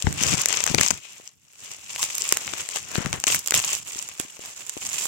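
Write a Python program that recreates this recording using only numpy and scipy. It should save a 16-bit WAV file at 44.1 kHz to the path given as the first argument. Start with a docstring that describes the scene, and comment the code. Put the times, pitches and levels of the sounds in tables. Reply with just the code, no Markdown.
"""Bubble wrap pulled open by hand, right next to a handheld microphone in a small furnished room.
The film crinkles in a spray of tiny buckles; single creases snap and ring their air cells.
Fingers rub and knock on the housing. The wrap slides off its box, squeaks under a finger, peels apart.
Each of the two microphone ports colours the crackle with its own resonances."""
import sys
import numpy as np
from scipy import signal
from scipy.fft import rfft, irfft
from scipy.io import wavfile
from scipy.ndimage import uniform_filter1d

SR = 44100
rng = np.random.default_rng(int(sys.argv[2]) if len(sys.argv) > 2 else 0)


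def generate_wav(signal):
    """Clip the signal to [-1, 1] and save it as 16-bit WAV at the path in sys.argv[1]."""
    frames = np.transpose(np.atleast_2d(signal))
    scaled = np.clip(frames, -1, 1) * 32767
    pcm = np.round(scaled).astype(np.int16)
    wavfile.write(sys.argv[1], SR, pcm)


N = 223675

# hands squeezing the film: start_s, rise_s, hold_s, level_db, body_re_level_db, pan_db (left - right)
FILM_SQUEEZES = [(0.0, 0.0033, 0.28, -46, 0.5, 17), (0.152, 0.098, 0.092, -21.5, -9.5, 6),
                 (0.357, 0.025, .03, -23.5, -10.5, 4.5), (0.454, 0.043, .12, -25.5, -10.5, 7),
                 (0.641, 0.027, 0.059, -26.5, -9.5, 5), (0.765, 0.049, 0.053, -22, -18.5, 5),
                 (0.892, 0.0084, 0.052, -38.5, -9.5, 2), (1.563, 0.076, 0.1, -40.5, -12.5, 0),
                 (1.885, 0.014, 0.23, -37, -19, 2), (1.967, 0.047, 0.038, -25.5, -37, 0.5),
                 (2.07, 0.13, 0.13, -30, -19, -2.5), (2.348, 0.0069, .008, -34.5, -5.5, -3),
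                 (2.401, 0.0077, 0.14, -34.5, -9, 3), (2.558, 0.026, 0.029, -31.5, -10.5, 0),
                 (2.687, 0.041, 0.051, -31.5, -15.5, 2.5), (2.856, 0.087, 0.023, -33, -6, 1),
                 (2.972, .006, 0.021, -34.5, 3.5, 7), (3.039, 0.0079, .02, -36, 1, 5),
                 (3.128, 0.011, 0.005, -33.5, 1, 1), (3.27, 0.003, 0.073, -21.5, -17.5, 0.5),
                 (3.453, 0.015, .04, -37, -26, -4), (3.533, .006, 0.042, -19.5, -13.5, -1),
                 (3.593, 0.052, 0.11, -26, -17, -2), (3.831, 0.053, 0.14, -34.5, -14, -3.5),
                 (4.191, 0.0065, 0.012, -32, -10, -3.5), (4.352, 0.13, 0.02, -37, -9.5, -3.5),
                 (4.54, 0.061, 0.014, -35, -14.5, -5.5), (4.655, 0.009, 0.12, -38.5, -16.5, -6),
                 (4.794, 0.025, 0.22, -32.5, -14.5, -3.5), (4.863, 0.15, .10, -25, -17.5, -6.5)]
# loose film stirring: time_s, level_db
LOOSE_RUSTLE = [(0, -36.5), (0.95, -43), (1.0, -51), (1.05, -44.5), (1.27, -48), (1.36, -66), (1.56, -52.5),
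                (2.0, -37.5), (3.1, -42), (3.45, -42.5), (3.82, -53.5), (4.1, -40.5), (4.33, -43.5),
                (5.07, -54)]
# big creases snapping: start_s, crack_db, cell_db, cell_hz, pan_db
BIG_CREASES = [(0.0236, -19, -46, 3420, 11), (0.069, -48, -11, 860, 24), (0.1267, -24.5, -30, 2000, 3),
               (0.2358, -12, -19, 3140, 14), (0.417, -15, -52, 3130, -12), (0.4581, -6.5, -11.5, 2040, 10),
               (0.486, -15.5, -30, 2500, 7), (0.527, -16, -15.5, 3100, 10), (0.572, -17, -20, 2300, 17),
               (0.6049, -19, -19.5, 2080, 19), (0.6393, -12.5, -21, 3200, 3.5),
               (0.6648, -14.5, -17, 2000, 7), (0.676, -19, -15, 1640, 15), (0.7467, -11, -7, 2520, 10),
               (0.7816, -18.5, -17, 2400, 21), (0.785, -24, -6.5, 2680, 11), (0.7956, -26, -15, 2200, 15),
               (0.8097, -17, -13.5, 1760, -10), (0.8117, -9.5, -9, 2000, 12), (0.832, -14, -23, 3100, 18),
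               (0.8341, -17, -16, 2700, 5), (0.8841, -15, -43, 3200, 27), (0.9062, -11.5, -12, 2220, 11),
               (0.9101, -12.5, -13.5, 1810, 18), (1.276, -30.5, -51, 2260, 7.5), (1.961, -26, -21, 2700, 3),
               (2.0293, -15.5, -19, 3200, 4), (2.039, -19, -39, 2700, -11), (2.1516, -19.5, -45, 2900, 0),
               (2.1814, -18.5, -35, 2620, 0), (2.2201, -16, -52, 3200, 19), (2.2906, -15.5, -40, 2700, 3),
               (2.3235, -9, -10, 2300, -6), (2.3244, -10.5, -15, 1070, 6), (2.3711, -15.5, -18, 2200, -5),
               (2.478, -44, -19, 2140, 8), (2.5362, -26, -19, 1440, 34), (2.689, -21.5, -25.5, 2800, 12),
               (2.76, -21.5, -21, 2900, 4), (2.771, -23, -22, 1650, 32), (2.9556, -35, -13.5, 2350, 11),
               (3.0596, -25, -17.5, 1840, 0), (3.129, -22, -13.5, 2380, 1), (3.2003, -25, -46, 3300, -1),
               (3.2395, -14.5, -13, 2780, 14), (3.2687, -14.5, -16, 2240, 13), (3.2777, -25, -10, 2850, 3),
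               (3.3012, -34, -17.5, 3000, 26), (3.3462, -15, -13, 2210, 7), (3.392, -24, -43, 3500, -20),
               (3.461, -23.5, -34, 3080, -2), (3.4744, -15, -22.5, 3100, -18), (3.4838, -23, -23, 2850, 9),
               (3.5081, -12.5, -20.5, 2690, -3), (3.5214, -23, -12.5, 1980, 6),
               (3.5417, -11.5, -11.5, 2730, 3), (3.6001, -20, -24, 2200, 13), (3.7309, -18, -26, 2770, 5),
               (3.9898, -21.5, -51, 2800, 31), (4.0884, -28.5, -34, 2320, -7), (4.1985, -19, -22, 3240, -9),
               (4.695, -20.5, -28.5, 2920, -4), (4.775, -30, -28.5, 2480, 3)]
# hand sliding on the housing: start_s, rise_s, hold_s, level_db, pan_db
HOUSING_RUBS = [(0.036, 0.038, .11, -31, -4), (0.153, 0.13, 0.095, -31, 14), (0.416, 0.013, 0.074, -45, 20),
                (0.704, 0.075, 0.05, -34, 12.5), (0.892, .01, 0.013, -36, 5), (1.88, 0.0075, 0.16, -56, 0),
                (2.43, 0.03, 0.095, -46.5, 18), (2.747, .01, 0.12, -54, 14), (2.954, .04, .18, -45, 11),
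                (3.28, .07, .015, -41, 3), (3.53, 0.022, 0.023, -40, 3), (3.732, 0.019, 0.15, -52, -23),
                (4.574, 0.027, .01, -55, -14), (4.807, 0.019, 0.019, -48, -15)]
# soft knocks on the housing: start_s, level_db, pitch_hz
HOUSING_KNOCKS = [(0.042, -11.5, 65), (0.0689, -2.5, 82.6), (0.214, -11, 206), (0.339, -8.5, 162),
                  (0.701, -11, 186), (0.713, -11.5, 183), (0.744, -1, 307), (0.75, -8, 128.6),
                  (0.782, -9, 169), (0.810, -15, 171), (0.909, -16, 219), (1.199, -26, 507),
                  (2.21, -25, 426), (2.229, -19, 437), (2.534, -21, 378), (2.981, -5.5, 169),
                  (3.004, -10.5, 220), (3.050, -15, 132), (3.064, -10.5, 156), (3.136, -18, 139),
                  (3.958, -25.5, 303), (4.199, -15, 310), (4.249, -26.5, 285), (4.393, -24, 370),
                  (4.768, -13.5, 332)]
# wrap sliding off the box: time_s, level_db
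SLIDE_CURVE = [(.92, -78), (.97, -46), (1.00, -55), (1.05, -45), (1.20, -60), (1.30, -64), (1.34, -82)]
# finger squeaking on the film: time_s, pitch_hz, level_db
SQUEAK_CURVE = [(1.965, 800, -86), (1.980, 926, -52), (2.000, 1020, -38), (2.014, 1040, -40),
                (2.030, 1150, -83)]
# clinging layers peeling apart: time_s, level_db
PEEL_CURVE = [(3.26, -78), (3.28, -57), (3.32, -40), (3.35, -30), (3.37, -62), (3.53, -60), (3.545, -23),
              (3.59, -60), (3.70, -61), (3.80, -77)]
# microphone port responses: freq_hz, gain_db
LEFT_PORT_EQ = [(100, -12), (1100, 9), (1600, -6), (2700, 4.5), (4200, -5), (5300, 0), (6300, 3.5),
                (7300, 0.5), (8400, -5), (10000, -26.5), (15000, -30)]
RIGHT_PORT_EQ = [(100, -19), (1100, -5), (1600, -21.5), (2700, -10), (3400, -13.5), (4600, -14), (6300, -8),
                 (7300, 1.5), (8400, -8.5), (10000, -13.5), (15000, -19.5)]
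# housing rumble spectrum: freq_hz, density_db
RUMBLE_SPECTRUM = [(20, -37), (40, -19.5), (70, 5.5), (150, 5.5), (300, -4.5), (600, -17), (2000, -48.5)]


def from_db(db):
    """Decibels to gain."""
    return np.exp(np.asarray(db) * (np.log(10) / 20))


def power_db(power):
    """Power to decibels."""
    return 10 * np.log10(power + 1e-20)


def unit_rms(x):
    """Each channel scaled to rms 1."""
    return x / np.sqrt(np.mean(x ** 2, axis=-1, keepdims=True) + 1e-20)


def curves(rows):
    """Columns of a time table at every sample."""
    time_s, *columns = np.transpose(rows)
    return [np.interp(np.arange(N) / SR, time_s, column) for column in columns]


def pan(pan_db):
    """Left and right gains, mean power 1; positive is left."""
    gains = from_db(np.array([[.5], [-.5]]) * pan_db)
    return gains / np.sqrt(np.mean(gains ** 2, axis=0))


def butter(x, hz, kind, order=2):
    """Low-, high- or band-pass."""
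    return signal.sosfilt(signal.butter(order, hz, kind, fs=SR, output="sos"), x + 1e-18)


def drift(rate_hz):
    """Random curve joining unit Gaussian knots."""
    knots = rng.standard_normal(N // 20)
    return np.interp(np.arange(N) / SR * rate_hz, np.arange(len(knots)), knots)


def impulse_response(spectrum, size=2048):
    """Minimum-phase response from freq_hz, gain_db points."""
    hz, db = np.transpose(spectrum)
    grid_hz = np.maximum(np.fft.rfftfreq(size, 1 / SR), 1)
    gain = from_db(np.interp(np.log(grid_hz), np.log(hz), db))
    cepstrum = irfft(np.log(gain))
    causal_fold = 1 + np.sign(size / 2 - np.arange(size))
    causal_fold[0] = 1
    return irfft(np.exp(rfft(cepstrum * causal_fold)))


def convolve(x, impulse):
    """Convolution cut to the input length."""
    return signal.fftconvolve(x, np.atleast_2d(impulse), axes=-1)[:, :x.shape[-1]]


def add(out, start_s, sound):
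    """Mix in at start_s."""
    start = max(round(start_s * SR), 0)
    out[:, start:start + sound.shape[-1]] += sound[:, :max(N - start, 0)]


def gesture(rise_s, hold_s, release_db_per_s=271):
    """Gain of one hand movement: rise, hold, quick release."""
    t = np.arange(SR) / SR
    return np.minimum(t / rise_s, 1) * from_db(-release_db_per_s * np.maximum(t - rise_s - hold_s, 0))


def crushing(loose_body_db=-12.5, loose_pan_db=-0.5):
    """Squeezes plus loose rustle, as curves: level_db, body_re_level_db, pan_db."""
    loose = from_db(curves(LOOSE_RUSTLE))
    power = (loose * pan(loose_pan_db)) ** 2
    body_power = (loose * from_db(loose_body_db)) ** 2
    for start_s, rise_s, hold_s, db, body_db, pan_db in FILM_SQUEEZES:
        squeeze = from_db(db) * gesture(rise_s, hold_s)
        add(power, start_s, (squeeze * pan(pan_db)) ** 2)
        add(body_power, start_s, (squeeze * from_db([[body_db]])) ** 2)
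    level_db = power_db(power.mean(axis=0))
    return level_db, power_db(body_power[0]) - level_db, power_db(power[0] / power[1])


def buckles(rate_hz, spread_db, pan_spread_db, decay_s):
    """Stereo power of a spray of tiny uneven bursts; mean near 1."""
    onsets = rng.random(N) < rate_hz / SR
    sizes_db = spread_db * np.minimum(rng.exponential(1, N), 4)
    power = (onsets * from_db(sizes_db) * pan(pan_spread_db * rng.standard_normal(N))) ** 2
    power = signal.lfilter([1], [1, -np.exp(-1 / (decay_s * SR))], power + 1e-12)
    return power / np.maximum(uniform_filter1d(power.mean(axis=0), 2500), 1e-12)


def shimmer(depth_db):
    """Stereo noise whose colour shifts from buckle to buckle."""
    noise = np.zeros((2, N))
    for band_hz in [1750, 4200], [4200, 9000], [9000, 20000]:
        noise += butter(rng.standard_normal((2, N)), band_hz, "band") * from_db(depth_db * drift(250))
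    return unit_rms(noise)


def crinkle(ports, crush):
    """Harder crushing makes more buckles; each ticks brightly and shakes the sheet."""
    level_db, body_db, pan_db = crush
    rate_hz = 2300 * from_db(.12 * (level_db + 32) + 1.7 * drift(70))
    far = buckles(rate_hz, spread_db=1, pan_spread_db=11, decay_s=0.0011)
    # folds right at the housing tick sharply, mostly into one port
    near = buckles(rate_hz=330, spread_db=3.4, pan_spread_db=11, decay_s=0.00025)
    near_share = np.interp(level_db, [-46, -28], [.1, .38])
    spray = np.sqrt((1 - near_share) * far + near_share * near) * from_db(level_db + 0.87 * drift(71))
    ticks = unit_rms(convolve(shimmer(depth_db=3.5) * spray, ports))
    ticks *= np.sqrt(np.mean(spray ** 2)) * from_db(-0.41)
    body = rng.standard_normal((2, N)) * spray * from_db(body_db + 9.5 + 1.13 * drift(150))
    body = butter(butter(body, 287, "high"), 2450, "low", order=3)
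    return ticks * pan(pan_db) + body * pan(pan_db + 6.5)


def lesser_creases(crush, rate_hz=18, spread_db=1.6, pan_spread_db=1.5, cell_hz=2710, count=200):
    """Random creases following the crush's level and pan; rows as in BIG_CREASES."""
    level_db, _, pan_db = crush
    draws = rng.standard_normal((count, 3))
    starts_s = np.cumsum(rng.exponential(1 / rate_hz, count))
    rows = []
    for start_s, (strength, hollowness, side) in zip(starts_s, draws):
        if start_s < N / SR:
            at = int(start_s * SR)
            db = level_db[at] + spread_db * strength
            crack_db, cell_db = db + 3, db - 6 + spread_db * hollowness
            rows.append((start_s, crack_db, cell_db, cell_hz, pan_db[at] + pan_spread_db * side))
    return rows


def snaps(ports, creases, attack_s=0.000098, crack_s=0.00067, flap_s=0.0012, decay_cycles=1.6, size=512):
    """A crease flips with a sharp crack; its air cell rings a few cycles."""
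    out, t = np.zeros((2, N)), np.arange(size) / SR
    bright_ports = butter(ports[:, :size], 6450, "high")
    crack_envelope = np.exp(-t / crack_s) * (1 - np.exp(-t / attack_s))
    for start_s, crack_db, cell_db, cell_hz, pan_db in creases:
        burst, flap = rng.standard_normal((2, 2, size))
        crack = unit_rms(convolve(burst * crack_envelope, bright_ports))
        cell = np.sin(2 * np.pi * cell_hz * t) * np.exp(-t * cell_hz / decay_cycles)
        # the surrounding sheet flaps, duller for a bigger cell
        flap = butter(flap * np.exp(-t / flap_s), [330, min(1100 + 0.99 * cell_hz, 8000)], "band")
        ring = unit_rms(unit_rms(cell) + 1.2 * unit_rms(flap))
        add(out, start_s, from_db(crack_db + 0.34) * crack * pan(pan_db - 1.5))
        add(out, start_s, from_db(cell_db - 4.5) * ring * pan(pan_db + 4.5))
    return out * np.sqrt(100 / size)  # levels refer to a 100-sample burst


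def rubbing(crush, lump_db=5.5, shake_db=-11.5, grip_db=-69.5):
    """Lumpy housing rumble from dragging skin, the resting grip and the sheet shaking the hand."""
    level_db, body_db, film_pan_db = crush
    shake = from_db(level_db + body_db + shake_db) * pan(film_pan_db + 5)
    power = shake ** 2 + from_db(grip_db) ** 2
    for start_s, rise_s, hold_s, db, pan_db in HOUSING_RUBS:
        add(power, start_s, (from_db(db) * gesture(rise_s, hold_s) * pan(pan_db)) ** 2)
    friction = rng.standard_normal((2, N)) * from_db(lump_db * drift(60))
    rumble = unit_rms(convolve(friction, impulse_response(RUMBLE_SPECTRUM)))
    return rumble * np.sqrt(power)


def knocks(attack_s=0.00067, t60_cycles=4.1, scuff_db=-7.5, sag=0.53, pan_db=24.5, size=8192):
    """A finger by the left port scuffs the housing and sets it swinging; pitch sags on release."""
    out, t = np.zeros((2, N)), np.arange(size) / SR
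    for start_s, level_db, pitch_hz in HOUSING_KNOCKS:
        t60_s = t60_cycles / pitch_hz
        scuff = unit_rms(butter(rng.standard_normal((2, size)), pitch_hz + 180, "low", order=3))
        glide_hz = pitch_hz * (1 + sag * (.25 - np.minimum(t / t60_s, 1)))
        swing = np.sin(2 * np.pi * np.cumsum(glide_hz) / SR)
        envelope = from_db(level_db - 60 * t / t60_s) * (1 - np.exp(-t / attack_s))
        add(out, start_s, (swing + from_db(scuff_db) * scuff) * envelope * pan(pan_db))
    return out


def sliding(centre_hz=2700, q=4, pan_db=21):
    """Film gliding over cardboard swishes in one broad resonance."""
    level_db, = curves(SLIDE_CURVE)
    swish = signal.lfilter(*signal.iirpeak(centre_hz, q, fs=SR), rng.standard_normal((2, N)))
    return unit_rms(butter(swish, 2000, "high")) * from_db(level_db + 1.5 * drift(41)) * pan(pan_db)


def squeak(jitter=0.15, flutter_db=4.8, pan_db=4):
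    """Skin sticks and slips on the film: a short, rough, rising tone."""
    t = np.arange(N) / SR
    pitch_hz, level_db = curves(SQUEAK_CURVE)
    phase = 2 * np.pi * np.cumsum(pitch_hz * (1 + jitter * drift(540))) / SR
    gate = (t > SQUEAK_CURVE[0][0]) & (t < SQUEAK_CURVE[-1][0])
    return np.sin(phase) * gate * from_db(level_db + flutter_db * drift(200)) * pan(pan_db)


def peeling(band_hz=(9500, 15000), pan_db=-19.5):
    """Tiny contacts let go one after another in a very bright sizzle."""
    level_db, = curves(PEEL_CURVE)
    spray = np.sqrt(buckles(rate_hz=2200, spread_db=7, pan_spread_db=-23, decay_s=0.00034))
    sizzle = unit_rms(butter(rng.standard_normal((2, N)) * spray, band_hz, "band"))
    return sizzle * from_db(level_db + 4.5) * pan(pan_db)


def room(x, t60_s=0.26, level_db=-22, predelay_s=0.004, size=16384):
    """Short diffuse tail, different at each port."""
    t = np.arange(size) / SR
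    tail = rng.standard_normal((2, size)) * from_db(-60 * t / t60_s) * (t > predelay_s)
    tail = unit_rms(butter(tail, 6800, "low", order=1)) / np.sqrt(size)
    return from_db(level_db) * convolve(x, tail)


def scene():
    """Film crackles in the room; handling noise goes straight to the ports."""
    ports = np.array([impulse_response(LEFT_PORT_EQ), impulse_response(RIGHT_PORT_EQ)])
    crush = crushing()
    housing = from_db(-3) * knocks() + rubbing(crush)
    film = crinkle(ports, crush) + sliding() + peeling() + squeak()
    film += snaps(ports, list(BIG_CREASES) + lesser_creases(crush))
    return film + room(film) + butter(housing, 45, "high")


def record(dry, cutoff_hz=15900):
    """The loudest snaps clip; a steep low-pass follows."""
    lowpass = signal.ellip(10, .1, 80, cutoff_hz, fs=SR, output="sos")
    return signal.sosfilt(lowpass, np.clip(dry, -1, 1))


dry = scene()
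out = record(dry)
generate_wav(out)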